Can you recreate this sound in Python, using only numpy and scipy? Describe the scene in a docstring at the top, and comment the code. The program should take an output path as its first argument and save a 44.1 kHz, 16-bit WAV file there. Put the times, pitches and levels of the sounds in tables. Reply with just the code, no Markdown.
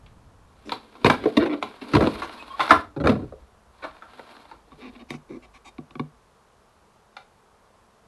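"""Over room ventilation, a dull rumble of a loaded plastic paper tray's lift fades; the tray lands on a steel table.
It judders into a laser printer on squeaking runners and slides home until it latches; the printer is shoved.
Then a mount close by creaks and clicks, nearly dry, and at the end a finger clicks a button.
Contacts are chatters of tiny impacts or stick-slip friction that ring banks of modes in a small room;
the scrape is a shower of tiny catches, and the air and the table's rumble are shaped noise."""
import sys
import numpy as np
from scipy import signal
from scipy.fft import rfft, irfft, next_fast_len
from scipy.io import wavfile
from scipy.ndimage import uniform_filter1d

SR = 44100
rng = np.random.default_rng(int(sys.argv[2]) if len(sys.argv) > 2 else 0)


def materialize(psi):
    """Save the field psi as 16-bit PCM at rate SR to the path in sys.argv[1].

    A 1-D psi becomes a single channel; in a 2-D psi each row is a channel.
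    """
    bounded = np.clip(np.atleast_2d(psi).T, -1, 1)
    quanta = np.round(bounded * 32767).astype(np.int16)
    wavfile.write(sys.argv[1], SR, quanta)


N = 355887
RING_SIZE = SR // 7  # samples in one ring
EDGE_HZ = 12000  # top of the band

# Room ventilation. Each row: frequency in Hz, relative level in dB.
AIR_SPECTRUM = [(15, -37.5), (25, -5.5), (54, -3.5), (156, -9), (212, -5.5), (274, -15), (414, -8),
                (448, -4.5), (484, -9), (1100, -8), (2100, -21.5), (11800, -32.5), (15300, -59),
                (22000, -120)]
AIR_DB = -59
# Dull rumble of the tray's lift, already fading at time zero and gone by the third value:
# two ramp times ahead of time zero in s, end of the fade in s, level at the top of the ramp in dB.
TRAY_LIFT = (-0.25, -0.76, 0.83, -46)
# Tone of the lift, then of the swaying table. Each row: frequency in Hz, relative level in dB.
LIFT_SPECTRUM = [(20, -8.0), (60, 3.0), (110, -1.5), (220, -11.5), (450, -22), (1500, -79)]
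SWAY_SPECTRUM = [(20, -20.0), (42, -11), (56, -2.5), (75, -11.5), (130, -26.0), (500, -81)]
# The table sways under the work. Each row: start in s, peak in s, end in s, peak level in dB.
SWAYS = [(0.05, 0.55, 1.05, -65), (1.6, 3.25, 4.27, -56.5), (4.3, 5.097, 6.6, -59)]
SHAKE_DB, SHAKE_S = -27.5, 0.25  # sway after a judder: level against its clack before trim, extra time

# Five ringing parts, boom, hollow body, shell clack, rib snap and fizz. Each row: low edge in Hz,
# high edge in Hz, t60 of the crowded modes in s, their level against the clear modes in dB before crowding.
PARTS = [(62, 200, 0.13, 2), (200.4, 646, 0.16, -4), (534, 1783, 0.026, 4), (1760, 5900, .024, 6.5),
         (5230, 12000, .04, 0)]
# Clear modes of table, tray and shell. Each row: frequency in Hz, relative level in dB, t60 in s.
BODY_MODES = [(81, -10.5, .11), (107.4, -1, 0.08), (146.5, -1.5, .15), (185.4, 0, 0.086),
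              (240, -2.5, 0.045), (283, 5, 0.032), (333.32, -4, 0.036), (424, -7.5, .1), (700, -1.5, 0.024),
              (856, -2, 0.044), (954.4, -2.5, .05), (1057, 0.5, 0.045), (1128, -1.5, .06), (1344, 3, 0.034),
              (1450, -4, 0.057), (1792, -11.5, 0.045), (2080, -0.5, .03), (2290, 1, 0.03),
              (2460, -3, 0.027), (3700, 0, .02), (4240, -7, .02)]
# Strength of the crowded modes. Each row: frequency in Hz, relative level in dB.
PLASTIC_SPECTRUM = [(50, -13.5), (120, 0.5), (300, 0.5), (600, 0), (900, 1.5), (1450, -2.5), (1800, -6),
                    (2400, -8), (3100, -14.5), (3900, -9.5), (5000, -22.5), (7000, -31), (12000, -29.5)]

# Tray, printer or guides knock. Each row: start in s, chatter length in s, clack level in dB before trim,
# weight (hollow body over clack) in dB, hardness (rib snap over clack) in dB.
KNOCKS = [(0.062, 0.0033, -59.5, -11, 5), (0.6937, 0.002, -39, -15, 3), (0.7194, 0.0032, -24, -11, -5),
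          (0.953, 0.004, -46, -9, -10.5), (1.061, 0.0068, -15, -0.5, -3), (1.099, 0.0037, -12, -7.5, -7),
          (1.238, 0.0043, -37, 6.5, -3), (1.256, 0.0035, -30.5, 18, -10), (1.369, 0.007, -20.5, 11.5, -0.5),
          (1.425, 0.0042, -31, 9, -11), (1.4592, 0.0065, -29.5, 0.5, -10), (1.54, 0.006, -37, 6, -14),
          (1.626, 0.0016, -23.5, -8.5, -5.5), (1.815, 0.008, -44.5, 13, 3), (2.071, 0.0015, -22, 6.5, -9),
          (2.219, 0.0062, -26, -17, -11), (2.595, 0.0041, -21, -16, -13.5),
          (2.604, 0.011, -17.5, -18, -6.5), (2.707, 0.012, -3.5, -13, -13), (3.058, 0.002, -25, 8, -10.5),
          (3.071, 0.0026, -16.5, -3.5, -8.5), (3.093, 0.007, -24, 12.5, -4.5), (3.219, 0.011, -51, 20, -20),
          (3.3225, 0.0026, -49.5, 13.5, -19), (3.84, 0.013, -29.5, -18, -13.5),
          (4.022, 0.006, -39, -20, -15), (4.194, 0.0027, -39.5, -2.5, -12), (4.513, 0.0082, -39, -13, -14)]
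# Rustle of paper and guides after a knock: level against its clack before trim, decay time, rise time.
SETTLE_DB, SETTLE_S, SETTLE_RISE_S = -12.5, 0.033, .006

# Hand pushes that slide the tray, then the printer. Each row: start in s, peak pressure in s, end in s,
# scrape level in dB before trim, weight in dB.
PUSHES = [(0.45, 0.865, 2.07, -56.5, 0.5), (0.978, 1.147, 1.8, -50, 11), (1.586, 2.194, 2.7, -41, -6),
          (1.834, 1.966, 2.25, -37.5, 6), (2.54, 2.69, 2.83, -32, -15), (3.05, 3.206, 3.57, -66, 7),
          (3.72, 3.807, 4.34, -52, -14), (3.9, 4.375, 4.62, -50, -8), (4.65, 4.797, 5.07, -59, 7)]
HISS_DB, HISS_PER_WEIGHT = -3.5, 0.27  # hiss against the scrape, and its dB per dB of weight
SWELL_CURVE = 0.76  # how steeply a push swells and eases off: 1 is a straight ramp

# Tray or printer rubs, sticking and slipping. Each row: start in s, length in s, mean slip rate setting
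# per s, clack level in dB before colour, fizz level in dB.
RUBS = [(0.644, 0.063, 78.1, -57.5, -59.5), (1.185, 0.13, 167, -46, -81), (1.388, 0.062, 147, -32, -67),
        (1.446, 0.037, 140, -38, -65), (1.488, 0.046, 138, -38, -87), (1.524, 0.019, 160, -35.5, -85),
        (1.61, 0.028, 400, -47, -63), (2.224, 0.0347, 359, -41.5, -53), (2.689, 0.018, 600, -25.5, -43),
        (3.82, 0.034, 530, -37.5, -62)]
# Colour of a rub; rows are hollow body, clack and snap.
# Each row: level in dB at RUB_RATE, change in dB per octave of slip rate.
RUB_COLOUR = [(3.5, -7.5), (-0.5, 0.5), (-4.5, -1.5)]
RUB_RATE = 300  # slips per s

# The tray lands, bumps onto its runners twice, then the printer is shoved. Each row: start in s, end in s,
# gap between bumps in s, heaviest moment in s, its clack level in dB before trim, fade to either side
# in dB per s, weight in dB at the heaviest, hardness in dB, table boom in dB before weight.
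JUDDERS = [(1.0454, 1.06, .0104, 1.046, -15, 501, 3.5, -5, -3.5),
           (1.935, 1.972, .0147, 1.951, -15, 447, 4.5, -7, -4.5),
           (2.007, 2.058, .0152, 2.012, -20, 270, 6.5, -10.5, -11),
           (2.9633, 3.23, .038, 3.055, -24, 157, 8.5, -12.5, -3.5)]
JUDDER_CHATTER = .4  # share of each gap spent chattering
JUDDER_DULLING = 0.31  # lighter bumps are duller: dB of weight gained per dB of fade

# The runners squeak. Each row: start in s, length in s, start pitch in Hz, end pitch in Hz, level in dB,
# third harmonic against the fundamental in dB.
SQUEAKS = [(2.383, 0.053, 2582, 2550, -43, -27), (2.492, 0.047, 1090, 1035, -36.5, -15),
           (2.531, 0.035, 1130, 1090, -36, -25)]

# Mount clicks. Each row: start in s, chatter length in s, clack in dB, weight in dB, hardness in dB.
MOUNT_CLICKS = [(4.718, 0.011, -49, 0, -11), (5.1052, 0.00092, -42.5, 9, 6.5),
                (5.139, 0.0021, -48.5, 12, -4), (5.307, 0.00294, -57, 20.5, -8),
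                (5.7828, 0.0014, -46, 12.5, -5.5), (5.908, 0.0011, -54, 0, -2),
                (5.954, 0.0017, -43.5, 6.5, -6.5), (5.995, 0.002, -32, 6.5, -8)]
# The mount's joint creaks and rubs. Each row: start in s, length in s, mean slip rate setting per s,
# clack level in dB before colour, fizz level in dB.
MOUNT_CREAKS = [(4.79, 0.12, 222, -49.5, -85), (4.947, 0.019, 280, -54, -85),
                (4.985, 0.045, 185, -54.5, -86), (5.079, 0.097, 330, -51, -58.5),
                (5.276, 0.11, 104, -55, -71), (5.418, 0.044, 570, -57, -70),
                (5.532, 0.051, 860, -56.5, -65), (5.641, 0.06, 900, -52, -58.5)]
# Colour of a creak; rows are hollow body, clack and snap.
# Each row: level in dB at RUB_RATE, change in dB per octave of slip rate.
CREAK_COLOUR = [(7, -7), (1, 1), (1, 1)]
# Clear modes of the mount. Each row: frequency in Hz, relative level in dB, t60 in s.
MOUNT_MODES = [(149, 0, 0.2), (245.7, 2, 0.057), (350, -6.5, 0.07), (744, -5.5, 0.12), (1130, 5, 0.038),
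               (2280, 3, 0.011), (3700, -16.5, 0.069)]

# A finger clicks the panel button. Each row: start in s, chatter length in s, clack level in dB before trim,
# weight in dB, hardness in dB.
BUTTON = [(7.167, 0.005, -38, -20, -3.5)]
# Clear modes of the button. Each row: frequency in Hz, relative level in dB, t60 in s.
BUTTON_MODES = [(1010, 12, 0.05), (1274, -14, 0.037), (2340, 1.5, 0.018)]

# Reverberation of the room. Each row: frequency in Hz, t60 in s.
ROOM_T60 = [(100, 0.48), (300, 0.31), (1000, 0.23), (4000, 0.24), (10000, 0.21)]


def amp(db):
    """Decibels to gain."""
    return 10 ** (np.asarray(db) / 20)


def evened(x):
    """Scales to an rms of one."""
    return x / np.sqrt(np.mean(x ** 2) + 1e-20)


def crested(x):
    """Scales so that the loudest 15 ms have an rms of one."""
    power = uniform_filter1d(x ** 2, size=661, mode="constant")
    return x / np.sqrt(power.max() + 1e-20)


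def read(points, hz):
    """Reads a table on a logarithmic frequency axis."""
    f, value = np.transpose(points)
    return np.interp(np.log(hz + 1), np.log(f + 1), value)


def add(mix, s, sound):
    """Mixes a sound in at time s, cut off at the end of the mix."""
    place = mix[round(s * SR):][:len(sound)]
    place += sound[:len(place)]


def noise(spectrum):
    """Noise with the given spectrum and an rms of one."""
    size = next_fast_len(N)
    gains = amp(read(spectrum, np.fft.rfftfreq(size, 1 / SR)))
    white = rfft(rng.standard_normal(size))
    return evened(irfft(white * gains, size)[:N])


def swell(start, peak, end, db):
    """A gain for every sample: pressure builds up to a peak and eases off."""
    ramp = np.interp(np.arange(N) / SR, [start, peak, end], [0, 1, 0])
    return amp(db) * ramp ** SWELL_CURVE


def parts(modes, crowding_db=0):
    """Per part of an object: band filter, clear modes as dying phasors, crowded modes, their decay and share."""
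    t = np.arange(RING_SIZE) / SR
    crowd = noise(PLASTIC_SPECTRUM)
    made = []
    for lo, hi, t60, crowd_db in PARTS:
        band = signal.butter(3, [lo, hi], "band", fs=SR, output="sos")
        clear = [amp(db - 60 * t / life) * np.exp(2j * np.pi * hz * t)
                 for hz, db, life in modes if lo <= hz < hi]
        clear = np.reshape(clear, (-1, RING_SIZE))  # keeps its shape without any modes
        decay = amp(-60 * t / t60)
        made.append((band, clear, signal.sosfilt(band, crowd), decay, amp(crowd_db + crowding_db)))
    return made


def ring(part, force):
    """A part answers a force within its band; each point of contact weights its modes anew."""
    band, clear, crowd, decay, share = part
    phases = np.exp(2j * np.pi * rng.random(len(clear)))
    weights = rng.uniform(0.64, 1, len(clear)) * phases
    tones = signal.sosfilt(band, (weights @ clear).real)
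    start = int(rng.random() * (N - RING_SIZE))
    dense = crowd[start:][:RING_SIZE] * decay
    answer = crested(tones) + share * crested(dense)
    return signal.sosfilt(band, signal.oaconvolve(force, answer))


def contact(body, force, levels_db):
    """The given parts ring under one force, each at its own level."""
    return sum(amp(db) * crested(ring(part, force)) for part, db in zip(body, levels_db))


def chatter(length, gap=.0022, rebound=0.68, count=12):
    """One firm impact, then mostly lighter ones at uneven gaps while the loose parts settle."""
    force = np.zeros(int(length * SR) + 2)
    when, strength, side = rng.random((count, 3))[:int(length / gap) + 1].T
    progress = (np.arange(len(when)) + when) / len(when)
    at = (progress * (len(force) - 1)).astype(int)
    force[at] = rebound * (.5 + strength) * np.sign(side - .5)
    force[0] = 1
    return force


def colour(clack_db, weight_db, hardness_db, boom_db, fizz_db, fizz_slope, boom_slope=0.65):
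    """Levels of the five parts under a blow: weight brings out body and boom, hardness snap and fizz."""
    boom = boom_db + boom_slope * weight_db
    fizz = fizz_db + fizz_slope * hardness_db
    return clack_db + np.array([boom, weight_db, 0, hardness_db, fizz])


def blow(body, length, levels_db, contact_hz=4200):
    """A chatter of impacts, rounded off by the give of the plastic, rings the five parts."""
    soften = signal.butter(1, contact_hz, fs=SR, output="sos")
    force = signal.sosfilt(soften, np.pad(chatter(length), (0, 20)))
    return contact(body, force, levels_db)


def ventilation():
    """The room's air is steady noise that thins out towards the treble."""
    return amp(AIR_DB) * noise(AIR_SPECTRUM)


def rumble():
    """Low noise fades after the tray's lift, and swells on the steel table under work and after each judder."""
    lift = noise(LIFT_SPECTRUM) * swell(*TRAY_LIFT)
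    shakes = [(start - .01, heaviest, end + SHAKE_S, db + SHAKE_DB)
              for start, end, _, heaviest, db, *_ in JUDDERS]
    return lift + noise(SWAY_SPECTRUM) * sum(swell(*row) for row in SWAYS + shakes)


def knocks(body, rows, send_db, trim_db=-2.5, boom_db=-18, fizz_db=-23.0, fizz_slope=0.7, send_per_weight=0.47):
    """Plastic knocks: the direct sound, and what spreads into the room (more from light, thin parts)."""
    out = np.zeros((2, N))
    for s, length, db, weight_db, hardness_db in rows:
        levels_db = colour(db, weight_db, hardness_db, boom_db, fizz_db, fizz_slope)
        sound = amp(trim_db) * blow(body, length, levels_db)
        add(out[0], s, sound)
        add(out[1], s, amp(send_db - send_per_weight * weight_db) * sound)
    return out


def pressure():
    """Pushes, and settling after knocks, drive hollow body, shell and hiss: three gains for every sample."""
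    power = np.zeros((3, N))
    t = np.arange(SR // 3) / SR
    for *push, weight_db in PUSHES:
        balance = amp([weight_db, 0, HISS_DB + HISS_PER_WEIGHT * weight_db])
        power += np.outer(balance, swell(*push)) ** 2
    settling = np.minimum(t / SETTLE_RISE_S, 1) * np.exp(-t / SETTLE_S)
    for s, _, db, weight_db, hardness_db in KNOCKS + BUTTON:
        for part, part_db in zip(power, [min(weight_db, 0), 0, hardness_db]):
            add(part, s, (amp(db + part_db + SETTLE_DB) * settling) ** 2)
    return np.sqrt(power)


def slide(body, drive, grains_per_s=1500, spread_db=1.5, trim_db=-3.0, fizz_db=-12,
          rasp_hz=3850, rasp_db=-3, surge_db=2, count=3):
    """Tiny catches of uneven size, at several points along the runners, ring the plastic under a fine rasp."""
    caught = rng.random(N) < grains_per_s / SR
    size = amp(spread_db * np.minimum(rng.exponential(1, N), 4))
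    force = caught * rng.choice([-1, 1], N) * size
    point = rng.integers(count, size=N)
    hollow, shell, ribs = (evened(sum(ring(part, force * (point == k))[:N] for k in range(count)))
                           for part in body[1:-1])
    grit = force * rng.standard_normal(N) + rng.standard_normal(N) * force.std()
    rasp_band = signal.butter(2, [rasp_hz / 1.3, rasp_hz * 1.17], "band", fs=SR, output="sos")
    rasp = evened(signal.sosfilt(rasp_band, grit))
    fizz = evened(signal.sosfilt(body[-1][0], grit))
    hiss = evened(ribs + amp(rasp_db) * rasp) + amp(fizz_db) * fizz
    # the hand's pressure surges unevenly
    surge = uniform_filter1d(uniform_filter1d(rng.standard_normal(N), size=900), size=600)
    return amp(trim_db + surge_db * evened(surge)) * (drive * (hollow, shell, hiss)).sum(axis=0)


def rattles(body, drive, over_db=-1, spread_db=3, count=36):
    """Loose guides and flaps tick at random, following how strongly the plastic is being driven."""
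    out = np.zeros(N)
    first, last = PUSHES[0][0], PUSHES[-1][2]
    when, strength = rng.random((count, 2)).T
    times = first + (np.arange(count) + when) / count * (last - first)
    for s, lift_db in zip(times, over_db + spread_db * (2 * strength - 1)):
        drive_db = 20 * np.log10(drive[:, int(s * SR)] + 1e-9)
        add(out, s, contact(body[1:-1], np.ones(1), lift_db + drive_db))
    return out


def slips(length, rate, jitter=0.18, grit=0.041):
    """Plastic sticks and lets go at a nearly even rate, over fine grit; the pressure swells and fades."""
    size = min(int(length * SR), RING_SIZE)
    force, unevenness = rng.standard_normal((2, RING_SIZE))
    force = grit * force[:size]
    strength = rng.uniform(0.66, 1, RING_SIZE)
    at = (np.cumsum(np.exp(jitter * unevenness)) * SR / rate).astype(int)
    at = at[at < size]
    force[at] += strength[:len(at)]
    return force * signal.windows.tukey(size, .5)


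def rubs(body, rows, rub_colour, release_hz):
    """Stick-slip friction shakes all parts but the boom; a slower release makes each slip duller."""
    out = np.zeros(N)
    soften = signal.butter(2, release_hz, fs=SR, output="sos")
    usual_db, per_octave_db = np.transpose(rub_colour)
    for s, length, rate, db, fizz_db in rows:
        levels_db = db + usual_db + per_octave_db * np.log2(rate / RUB_RATE)
        force = signal.sosfilt(soften, slips(length, rate))
        add(out, s, contact(body[1:], force, [*levels_db, fizz_db]))
    return out


def judders(body, trim_db=-3.0, fizz_db=-22, fizz_slope=0.63, boom_slope=1.0):
    """The load bumps at an even pace and booms the table, hardest at one moment and fading to either side."""
    out = np.zeros(N)
    for start, end, gap, heaviest, db, fade, weight_db, hardness_db, boom_db in JUDDERS:
        for s in np.arange(start, end, gap):
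            drop_db = fade * abs(s - heaviest)
            dulled_db = weight_db + JUDDER_DULLING * drop_db
            levels_db = colour(db - drop_db, dulled_db, hardness_db, boom_db, fizz_db, fizz_slope, boom_slope)
            add(out, s, amp(trim_db) * blow(body, JUDDER_CHATTER * gap, levels_db))
    return out


def squeaks(waver=0.018):
    """Short, slightly unsteady friction tones from the runners."""
    out = np.zeros(N)
    for s, length, start_hz, end_hz, db, third_db in SQUEAKS:
        size = int(length * SR)
        wander = evened(uniform_filter1d(rng.standard_normal(size), size=100))
        hz = np.linspace(start_hz, end_hz, size) * (1 + waver * wander)
        turn = 2 * np.pi * np.cumsum(hz) / SR
        tone = np.sin(turn) + amp(third_db) * np.sin(3 * turn)
        add(out, s, amp(db) * crested(tone * np.hanning(size)))
    return out


def mount(crowding_db=-8, release_hz=6000, boom_db=-5, fizz_db=-22, fizz_slope=1.7):
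    """A mount close by clicks by chatter and creaks by stick-slip, on modes of its own."""
    body = parts(MOUNT_MODES, crowding_db)
    out = rubs(body, MOUNT_CREAKS, CREAK_COLOUR, release_hz)
    for s, length, *blow_db in MOUNT_CLICKS:
        levels_db = colour(*blow_db, boom_db, fizz_db, fizz_slope)
        add(out, s, contact(body, chatter(length), levels_db))
    return out


def button(crowding_db=4.0):
    """A finger's click rings the button's few modes: direct sound and room send."""
    return knocks(parts(BUTTON_MODES, crowding_db), BUTTON, send_db=-16.5)


def room(x, first=0.0044, build=0.0074):
    """Sparse reflections build up after a short gap and die band by band."""
    t = np.arange(SR // 2) / SR
    sparse = rng.random(len(t)) < 4000 / SR
    taps = rng.choice([-1., 1.], len(t)) * sparse * np.clip((t - first) / build, 0, 1)
    hz, when, z = signal.stft(taps, SR, nperseg=256)
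    decay = amp(-60 * when / read(ROOM_T60, hz)[:, None])
    tail = signal.istft(z * decay, SR, nperseg=256)[1]
    return signal.fftconvolve(x, tail / np.linalg.norm(tail))[:N]


def scene(judder_send_db=-14, friction_send_db=-12, mount_send_db=-19, tray_release_hz=2400):
    """Knocks and friction in the room, over its ventilation and the table's rumble."""
    body, drive = parts(BODY_MODES), pressure()
    near, spread = knocks(body, KNOCKS, send_db=-13) + button()
    friction = slide(body, drive) + rattles(body, drive)
    friction += rubs(body, RUBS, RUB_COLOUR, tray_release_hz) + squeaks()
    bumps = judders(body)
    creaking = mount()
    send = spread + amp(judder_send_db) * bumps + amp(friction_send_db) * friction
    echo = room(send + amp(mount_send_db) * creaking)
    return (ventilation() + rumble() + near + friction + bumps + creaking + echo)[None]


def record(dry, knee=0.74):
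    """Peaks above the knee are rounded off towards full scale; then the treble is cut at the band's top."""
    over = np.maximum(abs(dry) - knee, 0)
    rounded = (1 - knee) * np.tanh(over / (1 - knee))
    held = np.sign(dry) * (abs(dry) - over + rounded)
    lowpass = signal.firwin(511, EDGE_HZ, window=("kaiser", 9), fs=SR)
    return signal.oaconvolve(held, lowpass[None], "same")


dry = scene()
out = record(dry)
materialize(out)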